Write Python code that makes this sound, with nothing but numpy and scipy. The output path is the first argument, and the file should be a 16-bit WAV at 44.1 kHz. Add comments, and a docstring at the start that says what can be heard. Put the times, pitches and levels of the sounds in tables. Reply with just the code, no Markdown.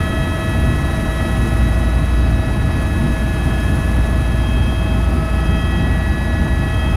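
"""The three-bladed main rotor of a climbing turbine helicopter, heard from inside the cabin.
Its periodic blade loading booms in the cabin air, and the tail rotor and its shaft hum behind it.
The gearbox overhead whines at its tooth-meshing rates, in tones that swell and sink as a hand-held
phone moves through their standing waves. Turbulence supplies the noise: rotor wash buffets the shell,
air rushes past the doors and the turbine hisses."""
import sys
import numpy as np
from scipy import signal
from scipy.fft import rfft, irfft
from scipy.io import wavfile

SR = 44100
rng = np.random.default_rng(int(sys.argv[2]) if len(sys.argv) > 2 else 0)


def digitize_waveform(pressure):
    """Quantize a signal to 16-bit integers and store it at the path in sys.argv[1].

    Rows of a 2-D input are taken as channels; values are limited to [-1, 1].
    """
    field = np.atleast_2d(pressure).T
    bounded = np.clip(field, -1, 1)
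    quanta = np.round(bounded * 32767).astype(np.int16)
    wavfile.write(sys.argv[1], SR, quanta)


N = 306936
TIME = np.arange(N) / SR
FREQS = np.maximum(np.fft.rfftfreq(N, 1 / SR), 1)


# The boom, strongest as the helicopter eases out of its bank. Each row: time in seconds, level in dB.
BOOM_LEVEL = [(0, -26), (1.2, -21.5), (1.8, -15.5), (2.27, -16), (2.62, -25), (3.0, -19.5), (3.9, -19.5),
              (4.25, -17.5), (6.96, -21)]
# The other blade harmonics. Each row: multiple of the blade-passing rate, level in dB.
BLADE_HARMONICS = [(1, -54), (2, -33), (4, -27.5), (5, -41)]

def main_rotor(blade_passes):
    """Periodic loading radiates harmonics of the blade rate; the third meets a cabin air resonance."""
    boom = undb(curve(BOOM_LEVEL)) * tone(3 * blade_passes, rough=0.048, rate=3)
    others = sum(undb(db) * tone(k * blade_passes, rough=0.12, rate=2.9) for k, db in BLADE_HARMONICS)
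    return boom + others


# The tail rotor's tones. Each row: multiple of its rotation rate, level in dB.
TAIL_HARMONICS = [(2, -40), (10, -39.5)]

def tail_rotor(clock, tail_hz=33.55, shaft_hz=100.5):
    """Rotation forces vibration at multiples of its rate: the tail rotor and its drive shaft hum."""
    tail = sum(undb(db) * tone(k * tail_hz * clock, rough=0.45, rate=5.0) for k, db in TAIL_HARMONICS)
    shaft = undb(-35.5) * tone(shaft_hz * clock, rough=0.25, rate=2.3)
    return tail + shaft


# Standing waves of mesh harmonics one to six. Each row: level in dB, change facing the door in dB,
# swing in dB, place of an antinode in metres, antinode spacing in metres.
MESH_WAVES = [(-34.5, -2.8, 2.5, .21, 0.24), (-39.5, -1.5, 6, 0.22, .25), (-42.5, 1, 7, 0.3, 0.31),
              (-40, 1.4, 2, .118, 0.14), (-44, 1.3, 5.5, .119, 0.14), (-51.5, 5.5, 5.5, 0.014, 0.37)]
# Faint, ragged upper harmonics. 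Each row: multiple of the mesh rate, level in dB.
MESH_OVERTONES = [(7, -62.5), (8, -62), (9, -63.5), (10, -63)]

def planetary_gear(clock, rotor_turns, blade_passes, mesh_hz=645.1):
    """Meshing teeth whine; the load of passing blades and planet wheels modulates the amplitude."""
    mesh = mesh_hz * (clock + 1.1e-5 * walk(8.7))  # the shafts twist a little back and forth
    wheel_passes = 5 * rotor_turns
    lower = sum(standing_wave(*wave) * tone(k * mesh, rough=0.2, rate=24.6) * throb(wheel_passes, 0.16)
                for k, wave in enumerate(MESH_WAVES, start=1))
    upper = sum(undb(db + 0.55 * walk(0.8)) * tone(k * mesh, rough=0.61, rate=48)
                for k, db in MESH_OVERTONES)
    return lower * throb(blade_passes, depth=0.029) + upper * throb(blade_passes, depth=0.25)


# The phone sways, then swings across the cabin. Each row: time in seconds, place on its path in metres.
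PHONE_PATH = [(0, -.012), (.35, -.002), (.9, .028), (1.3, .013), (2.2, .058), (2.95, .064), (3.55, .092),
              (4.12, .064), (4.45, .105), (4.9, .135), (5.2, .19), (5.55, .252), (6.1, .315), (6.55, .31),
              (6.96, .245)]

def standing_wave(db, door_db, swing_db, antinode_m, spacing_m):
    """Interference sets a tone's gain at the moving phone: high at each antinode, low in between."""
    nearness = np.cos(2 * np.pi * (curve(PHONE_PATH) - antinode_m) / spacing_m)
    hand_shake_db = 0.16 * walk(0.89)
    return undb(db + door_db * facing_door() + swing_db * nearness + hand_shake_db)


# The bevel gear's whine. Each row: time in seconds, level in dB.
BEVEL_LEVEL = [(0, -34), (1.3, -36.5), (1.9, -41), (2.6, -36.5), (3.6, -33.5), (5.09, -40.5), (6.22, -33),
               (6.68, -34.5), (6.96, -41)]
# A low hum, the tail gearbox, a sideband of the bevel whine and two thin high whines.
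# Each row: frequency in Hz, level in dB.
STEADY_TONES = [(84.2, -28), (1461.2, -45), (1733, -56.5), (2014, -52.5), (2348, -61.5)]

def bevel_and_steady_tones(clock, bevel_mesh_hz=1704.9):
    """Periodic tooth contact makes the bevel gear whine; a hum and faint steady whines sound with it."""
    bevel = undb(curve(BEVEL_LEVEL)) * tone(bevel_mesh_hz * clock, rough=0.14, rate=45)
    steady = sum(undb(db) * tone(hz * clock, rough=0.17, rate=2.2) for hz, db in STEADY_TONES)
    return bevel + steady


# The rumble of the wash. Each row: frequency in Hz, spectral density in dB per Hz.
WASH_SPECTRUM = [(8, -62), (32, -54), (46, -44), (68, -39), (115, -41), (170, -45.5), (250, -48),
                 (325, -56), (400, -57)]
# Cabin air modes. Each row: frequency in Hz, half-width in Hz, level in dB, change facing the door in dB.
CABIN_MODES = [(117.2, 33.5, -25, -12.5), (173, 36, -37.5, 11.5), (234.2, 10, -36.5, 3),
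               (294.5, 14.3, -35, -2.5)]

def rotor_wash():
    """Turbulent pressure buffets the shell and excites the normal modes of the enclosed air."""
    cabin = sum(ring([(hz, width, db)]) * undb(door_db * facing_door())
                for hz, width, db, door_db in CABIN_MODES)
    buffeting = undb(1.36 * walk(6.7))
    return (rush(WASH_SPECTRUM) + cabin) * buffeting


# The rush past the doors. Each row: frequency in Hz, spectral density in dB per Hz.
AIR_SPECTRUM = [(400, -59), (520, -61), (740, -65), (950, -64), (1250, -64.5), (1450, -67.5), (1800, -68.5),
                (2300, -72.5), (3000, -75.5), (4200, -81), (4700, -82.5)]
# Panel and duct resonances. Each row: frequency in Hz, half-width in Hz, level in dB.
PANEL_MODES = [(346, 9.3, -41.5), (647, 45, -39), (1073, 23, -45.5), (2175, 52, -55), (3305, 87, -56)]

def rushing_air(blade_passes):
    """Flow over panels and seals drives resonances with broadband noise, pulsing under each blade."""
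    air = rush(AIR_SPECTRUM) + ring(PANEL_MODES)
    swell_db = 0.64 + 0.42 * curve(HISS_SWELL)  # partly follows the turbine's hiss
    flicker_db = 0.3 * walk(22)
    return air * undb(swell_db + flicker_db) * throb(blade_passes, depth=0.08)


# The gas generator spools up for the climb. Each row: time in seconds, shaft rate in Hz.
SPOOL_RATE = [(0, 784), (1.5, 792), (2.9, 806), (5.2, 807), (5.6, 813)]

def turbine_tones():
    """A free-running shaft drones at its rotation rate; its sixth harmonic is a directional whistle."""
    turns = np.cumsum(curve(SPOOL_RATE) + 3.4 * walk(25.4)) / SR
    whistle = undb(-61.5 + 7.5 * facing_door()) * tone(6 * turns, rough=0.54, rate=51)
    drone = undb(-45 + 3.5 * facing_door()) * tone(turns + 0.32 * walk(33.6), rough=1.0, rate=37)
    return drone + whistle


# The turbine's hiss. Each row: frequency in Hz, spectral density in dB per Hz.
HISS_SPECTRUM = [(4600, -90), (5600, -83), (6700, -83.5), (7600, -88), (9300, -84.5), (10000, -79.5),
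                 (10900, -81.5), (11900, -87.5), (15500, -92.5)]
# Bands from the turbine's blade rows. Each row: frequency in Hz, half-width in Hz, level in dB.
TURBINE_BANDS = [(5180, 41, -59), (7280, 60, -68), (8720, 230, -58), (10250, 180, -52.5)]
# The slow rise and fall of the hiss. Each row: time in seconds, gain in dB.
HISS_SWELL = [(0, 0), (1.4, 1.5), (2.2, -1.9), (3.8, 0.6), (4.5, -2), (6.4, -2.5), (6.96, -2)]

def turbine_hiss(rotor_turns, blade_passes):
    """Turbulence broadens the turbine's blade tones into bands of hiss, modulated by the main rotor."""
    hiss = rush(HISS_SPECTRUM) + ring(TURBINE_BANDS)
    flicker_db = 0.3 * walk(15)
    hiss *= undb(curve(HISS_SWELL) + flicker_db)
    return hiss * throb(rotor_turns, depth=0.048) * throb(blade_passes, depth=0.094)


# The phone's heading. Each row: time in seconds, share of the turn from windscreen to side door.
PHONE_HEADING = [(0, 0.17), (1.5, 0.33), (3.9, 0), (4.6, 0.27), (5.5, 0.84), (6.96, 0.53)]

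def facing_door():
    """Directivity makes levels depend on heading: 0 faces the windscreen, 1 the door."""
    return np.clip(curve(PHONE_HEADING), 0, 1)


def tone(cycles, rough, rate):
    """Random modulation: a sinusoid whose amplitude and phase tremble with the load."""
    tremble = 1 + rough * (walk(rate) + 1j * walk(rate))
    return np.sqrt(2) * np.real(tremble * np.exp(2j * np.pi * (cycles + rng.random())))


def throb(cycles, depth):
    """Amplitude modulation: one swell per cycle."""
    return 1 + depth * np.cos(2 * np.pi * (cycles + rng.random()))


def rush(spectrum):
    """Turbulence has a continuous spectrum, here falling steeply beyond the given ends."""
    hz, db = np.transpose(spectrum)
    gain = undb(np.interp(np.log(FREQS), np.log(hz), db))
    gain /= np.sqrt((1 + (hz[0] / FREQS) ** 20) * (1 + (FREQS / hz[-1]) ** 20))
    rms = np.sqrt(np.sum(gain ** 2) * SR / N)
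    return rms * noise(gain)


def ring(modes):
    """Randomly driven resonance: a narrow band of noise for each mode."""
    return sum(undb(db) * noise(1 / (1 + ((FREQS - hz) / width) ** 2)) for hz, width, db in modes)


def walk(rate):
    """Low-pass noise: a drift of spread 1, mostly slower than `rate` in Hz."""
    return noise(1 / (1 + (np.fft.rfftfreq(N, 1 / SR) / rate) ** 4))


def noise(gain):
    """White noise filtered by a gain at each frequency, then scaled to spread 1."""
    shaped = irfft(rfft(rng.standard_normal(N)) * gain, N)
    return shaped / shaped.std()


def curve(rows):
    """Linear interpolation of (seconds, value) rows at every sample."""
    return np.interp(TIME, *np.transpose(rows))


def undb(db):
    """Decibels to amplitude gain."""
    return 10 ** (np.asarray(db) / 20)


# Rotor speed, held by the governor. Each row: time in seconds, share of nominal speed.
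GOVERNED_SPEED = [(0, 1.0003), (1.5, 1.0008), (2.0, 1.0025), (2.7, .9984), (3.2, .9986), (4.1, 1.001),
                  (5.0, .9994), (6.96, .9997)]

def scene(rotor_hz=6.454):
    """The sources add by superposition; rotors and gears are coupled, so one clock drives their tones."""
    clock = np.cumsum(curve(GOVERNED_SPEED)) / SR
    rotor_turns = rotor_hz * clock
    blade_passes = 3 * rotor_turns
    rotors = main_rotor(blade_passes) + tail_rotor(clock)
    gears = planetary_gear(clock, rotor_turns, blade_passes) + bevel_and_steady_tones(clock)
    airflow = rotor_wash() + rushing_air(blade_passes)
    turbine = turbine_tones() + turbine_hiss(rotor_turns, blade_passes)
    return (rotors + gears + airflow + turbine)[None]


def record(dry, cutoff_hz=15700, fade_s=0.004):
    """Saturation in the phone rounds the peaks, a low-pass cuts the top, and fades prevent clicks."""
    lowpass = signal.ellip(14, 0.1, 80, cutoff_hz, fs=SR, output="sos")
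    fade = np.minimum(np.minimum(TIME, TIME[::-1]) / fade_s, 1)
    return fade * signal.sosfilt(lowpass, np.tanh(dry))


dry = scene()
out = record(dry)
digitize_waveform(out)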